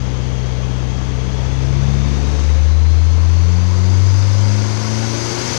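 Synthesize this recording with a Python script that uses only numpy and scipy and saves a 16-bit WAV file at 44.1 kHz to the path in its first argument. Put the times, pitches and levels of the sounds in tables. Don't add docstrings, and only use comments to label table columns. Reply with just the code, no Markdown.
import sys
import numpy as np
from scipy import signal
from scipy.fft import rfft, irfft, next_fast_len
from scipy.io import wavfile

SR = 44100
rng = np.random.default_rng(int(sys.argv[2]) if len(sys.argv) > 2 else 0)


def log_audio(samples):
    frames = np.atleast_2d(samples).T
    limited = np.clip(frames, -1, 1)
    pcm = np.round(limited * 32767).astype(np.int16)
    wavfile.write(sys.argv[1], SR, pcm)


N = 246078

CRUISE_HZ = 63.03


def amp(db):
    return 10 ** (np.asarray(db) / 20)


def unit(x):
    return x / np.sqrt(np.mean(x ** 2) + 1e-20)


def along(points, hz):
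    point_hz, value = np.transpose(points)
    return np.interp(np.log(hz + 1), np.log(point_hz + 1), value)


def curves(rows):
    time_s, *columns = np.transpose(rows)
    return [np.interp(np.arange(N) / SR, time_s, column) for column in columns]


def wobble(rate):
    knots = rng.standard_normal(int(N * rate / SR) + 4)
    fine = signal.resample_poly(knots, 16, 1)
    return np.interp(np.arange(N) * rate / SR, np.arange(len(fine)) / 16, fine)


def filtered(x, response):
    size = next_fast_len(N + SR // 2)
    hz = np.fft.rfftfreq(size, 1 / SR)
    return irfft(rfft(x, size) * response(hz), size)[:N]


def coloured(x, spectrum):
    return unit(filtered(x, lambda hz: amp(along(spectrum, hz))))


def peaks(modes, hz, skirt=1.5):
    power = sum(amp(2 * db) / (1 + (2 * (hz - centre) / width) ** 2) ** skirt
                for centre, width, db in modes)
    return np.sqrt(power)


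def resonant(x, modes):
    return unit(filtered(x, lambda hz: peaks(modes, hz)))


def puffs(count, cylinder_db, scatter_db, decay, diffuse):
    index = count.astype(int)
    size_db = np.asarray(cylinder_db)[index % 4] + scatter_db * rng.standard_normal(4096)[index]
    burst = unit(amp(size_db) * np.exp(-(count % 1) / decay))
    return unit(np.hypot(burst, diffuse) * rng.standard_normal(N))


def firing_rate():
    start_s, ease_s = 1.316, .197
    octaves_per_s, quickens_per_s = .1998, .0285
    pulling_s = ease_s * np.logaddexp(0, (np.arange(N) / SR - start_s) / ease_s)
    return CRUISE_HZ * 2 ** (octaves_per_s * pulling_s * (1 + quickens_per_s * pulling_s))


def effort(firing_hz, cruise_db, surge_db, octave_db, steepness, early_s=0):
    peak_s, rise_s, fall_s, recover_s = 2.403, 1.47, 0.33, 0.99
    sag_share = 0.21
    corners_s = peak_s - early_s + np.array([-rise_s, 0, fall_s, fall_s + recover_s])
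    surge = np.interp(np.arange(N) / SR, corners_s, [0, 1, -sag_share, 0])
    climb = np.abs(np.log2(firing_hz / CRUISE_HZ)) ** steepness
    return cruise_db + surge_db * surge + octave_db * climb


def shed(x, wet_db):
    # frequency_hz, t60_s
    reverberation = [(200, 0.33), (2000, 0.26), (10000, 0.067)]
    hz, t, bands = signal.stft(rng.standard_normal(SR // 2), SR, nperseg=256)
    decay = amp(-60 * t / along(reverberation, hz)[:, None])
    tail = signal.istft(bands * decay, SR, nperseg=256)[1]
    return x + amp(wet_db) * signal.fftconvolve(x, tail / np.linalg.norm(tail))[:N]


def whine(firing_hz, load, wander=0.00249, haze_db=3.5, haze_load_db=-4):
    # frequency_hz, relative level_db
    whine_level = [(3200, -55.5), (3550, -55.5), (4000, -54.5), (4650, -53.5), (5500, -50.5), (5950, -46.5),
                   (6500, -59), (6900, -77), (7600, -90.5)]
    mesh_per_firing = 51.8
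    turn = 2 * np.pi * mesh_per_firing * np.cumsum(firing_hz * (1 + wander * wobble(7))) / SR
    haze = amp(haze_db + haze_load_db * load)

    def band(k, width):
        return unit(wobble(width) * np.cos(k * turn) + wobble(width) * np.sin(k * turn))

    def line(k):
        core = band(k, 85)
        blur = unit(band(k, 200) + band(k, 600))
        return core + haze * blur

    return sum(amp(along(whine_level, k * mesh_per_firing * firing_hz)) * line(k) for k in (1, 2))


def intake(firing_hz, off_speed_db=-58, flutter_db=1.0):
    # frequency_hz, width_hz, relative level_db, best speed in firings a second
    pipes = [(920, 41, -11.5, 98), (1040, 150, -6, 87.5), (1450, 130, -8.5, 99), (2115, 300, -11, 99),
             (3670, 65, -14.5, 89), (4140, 450, -15, 99), (4470, 130, -17, 81), (4830, 150, -10, 101),
             (7650, 80, -27, 120), (9540, 230, -32, 106)]
    out = np.zeros(N)
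    for hz, width, db, best_hz in pipes:
        level_db = db + off_speed_db * np.log2(firing_hz / best_hz) ** 2 + flutter_db * wobble(6)
        out += amp(level_db) * resonant(rng.standard_normal(N), [(hz, width, 0)])
    return out


def turbo(count, firing_hz, load, air_db=-1.77, sizzle_db=-7.5, boost_from=0.9):
    # frequency_hz, relative level_db
    air_cruise = [(1500, -42), (3000, -15), (4000, -9), (4600, -2.5), (5700, -2.5), (6500, -2.5),
                  (6850, -11), (8000, -16.5), (9100, -23), (10900, -27.5), (12200, -34), (15000, -59)]
    air_boost = [(1500, -22), (2300, -10), (3200, -11.5), (4100, -8.5), (4700, -4), (5400, -4), (6450, -4),
                 (6850, -14.5), (8000, -14.5), (9100, -21.5), (10900, -21.5), (12200, -35), (14200, -26),
                 (15000, -55.5)]
    # frequency_hz, width_hz, relative level_db
    sizzle_modes = [(6240, 490, 4), (6420, 150, 4.5)]
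    level_db = effort(firing_hz, cruise_db=-46.0, surge_db=5.0, octave_db=19.5, steepness=1.96)
    boost = np.clip(load - boost_from, 0, 1)
    flow = puffs(count, [.5, 0, -.5, 0], scatter_db=3, decay=.9, diffuse=2.4)
    rush = (1 - boost) * coloured(flow, air_cruise) + boost * coloured(flow, air_boost)
    sizzle = resonant(rng.standard_normal(N), sizzle_modes)
    return amp(level_db) * (amp(air_db) * rush + amp(sizzle_db) * sizzle + intake(firing_hz))


def clatter(count, firing_hz):
    # frequency_hz, relative level_db
    block = [(20, -55), (300, -5), (650, -0.5), (1000, -2.5), (1300, -4), (1750, -5), (2200, -4.5),
             (2900, -8), (3800, -9.5), (6000, -21.5), (9000, -45), (14000, -64.5)]
    level_db = effort(firing_hz, cruise_db=-39.5, surge_db=3.0, octave_db=10.5, steepness=3.96)
    rattle = puffs(count, [3.0, -1.5, -4.5, -1.5], scatter_db=2.5, decay=0.98, diffuse=3.6)
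    return amp(level_db) * coloured(rattle, block)


def rasp(count, firing_hz, load, load_db=-7.5):
    # frequency_hz, relative level_db
    pipe = [(15, -12.5), (40, -4), (110, 1.5), (200, -2.5), (280, -3), (350, -5), (450, -0.5), (600, -9.5),
            (850, -13.5), (1300, -20), (3000, -62.5), (8000, -100)]
    level_db = effort(firing_hz, cruise_db=-34.5, surge_db=3.0, octave_db=17.5, steepness=3.55, early_s=.11)
    gas = puffs(count, [2, -0.63, 0.76, -2], scatter_db=1.0, decay=.5, diffuse=1.3)
    return amp(level_db + load_db * load) * coloured(gas, pipe)


def flare(multiple):
    # multiple of the firing rate, centre_s, length_s between -6 dB points, relative level_db
    flares = [(5, 1.69, 0.31, -38.5), (1.5, 1.85, .4, -30.5), (3, 1.99, 0.5, -33.5), (2.75, 2.1, .2, -42),
              (7, 2.6, .2, -41), (3.75, 2.24, 0.42, -38), (5, 2.12, .25, -42.5), (6, 2.29, 0.3, -42),
              (4.5, 2.27, 0.34, -42), (3.5, 3.15, .45, -44), (3, 3.9, .25, -42.5), (3.75, 3.98, 0.32, -44),
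              (4, 3.84, 0.33, -40.5), (5.5, 4.4, .5, -43), (3.5, 4.65, 0.25, -39.5),
              (2.75, 4.7, 1.0, -41.5), (9, 4.9, 0.45, -51), (3.25, 5.02, 0.57, -43),
              (2.5, 5.14, 0.39, -38.5), (5, 5.07, 0.54, -46), (3, 5.3, 0.43, -33), (4, 5.3, 0.28, -45),
              (8, 7, 0.41, -43), (4.5, 5.52, 0.29, -40), (2.25, 6, 0.19, -30)]
    t = np.arange(0, N, 64) / SR
    out = np.zeros(len(t))
    for k, centre_s, length_s, db in flares:
        if abs(k - multiple) < 1 / 8:
            out += amp(db - 6 * (2 * (t - centre_s) / length_s) ** 2)
    return out


def burble(count, firing_hz, load, waver_db=1.1):
    # multiple of the firing rate, unloaded relative level_db, the same at top_load
    orders = [(0.75, -53.5, -42), (1.25, -43, -57), (1.5, -45.5, -37), (1.75, -53, -42.5),
              (2.25, -72.5, -37), (2.5, -50.5, -32.5), (2.75, -55.5, -32.5), (3.0, -31, -36),
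              (3.25, -52, -33), (3.5, -33.5, -43.5), (3.75, -37.5, -46.5), (4.0, -35.5, -45.5),
              (4.25, -44, -50.5), (4.5, -36.5, -50), (4.75, -44.5, -47.5), (5.0, -45.5, -42),
              (5.25, -55.5, -49.5), (5.5, -58.5, -45), (5.75, -52.5, -45.5), (6.0, -50, -49.5),
              (6.5, -59.5, -44.5), (6.75, -62.5, -40), (7.0, -54, -48), (7.5, -54, -50.5), (8.0, -52, -47),
              (9.0, -57.5, -46), (10.0, -51, -44.5), (11.0, -58, -54.0), (12.0, -55.5, -54.5),
              (13.0, -63, -56), (14.0, -56.5, -52.5)]
    # frequency_hz, width_hz, gain_db
    standing = [(82.4, 8, 7), (98.7, 9.3, 10), (132, 39, 3), (185.3, 9.5, -3.5), (207.6, 11.6, -2.5),
                (264.5, 15, -9.5), (283.4, 17, -9), (327, 12, -10), (343, 13, -7.5), (357, 32, -4.5),
                (429, 29, -5.5), (506, 22, -5), (558, 59, -4.5), (705, 84, -3), (927, 48, -1),
                (1030, 90, -7.5), (1470, 140, 2.5)]
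    top_load = 1.36
    level_db = effort(firing_hz, cruise_db=-0.5, surge_db=3.5, octave_db=-0.5, steepness=1, early_s=0.12)
    out = np.zeros(N)
    for multiple, light_db, loaded_db in orders:
        line_db = light_db + (loaded_db - light_db) * load / top_load
        lit = peaks(standing, multiple * firing_hz[::64]).repeat(64)[:N]
        steady = amp(level_db + line_db + waver_db * wobble(9)) * lit
        size = np.hypot(steady, flare(multiple).repeat(64)[:N])
        phase = 2 * np.pi * (multiple * count + rng.random()) + .15 * wobble(16)
        out += size * np.cos(phase)
    return np.sqrt(2) * out


def boom(count, firing_hz, lead_per_hz=0.023):
    # frequency_hz, width_hz, relative level_db
    tailpipe = [(70.1, 12.6, -22.5), (74.8, 1.2, -18), (76.3, 2.4, -19), (79.3, 8.4, -14.5),
                (85.4, 8, -15.5), (94.6, 8.7, -14.5), (101, 7.4, -17), (111, 6.3, -24), (125.4, 6, -26.5),
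                (136.05, 9.2, -19.5), (163.6, 13, -38), (175.7, 6.9, -27.5), (183.7, 5, -29.5),
                (205.6, 9, -30.5), (220.2, 11.8, -29), (241.7, 6.7, -33)]
    turn = 2 * np.pi * count
    lead = lead_per_hz * (firing_hz - CRUISE_HZ)
    fundamental = peaks(tailpipe, firing_hz) * np.cos(turn)
    octave = peaks(tailpipe, 2 * firing_hz) * np.cos(2 * turn + lead)
    return np.sqrt(2) * (fundamental + octave)


def scene():
    # time_s, load (0 cruising, 1 pulling, 2 full boost)
    load_points = [(0, 0), (1.4, 0), (2.1, 0.35), (4.5, 1.02), (5.58, 1.42)]
    firing_hz = firing_rate()
    load, = curves(load_points)
    count = np.cumsum(firing_hz) / SR
    bay = clatter(count, firing_hz) + turbo(count, firing_hz, load) + whine(firing_hz, load)
    bay = shed(bay, wet_db=-14)
    exhaust = boom(count, firing_hz) + burble(count, firing_hz, load) + rasp(count, firing_hz, load)
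    near_silence = amp(-99) * rng.standard_normal(N)
    return np.array([2 * (exhaust + bay), near_silence])


def record(dry):
    top_hz = 14900
    edge_s = np.minimum(np.arange(N), np.arange(N)[::-1]) / SR
    fade = np.clip(edge_s / .003, 0, 1)
    return np.array([filtered(channel * fade, lambda hz: hz < top_hz) for channel in dry])


dry = scene()
out = record(dry)
log_audio(out)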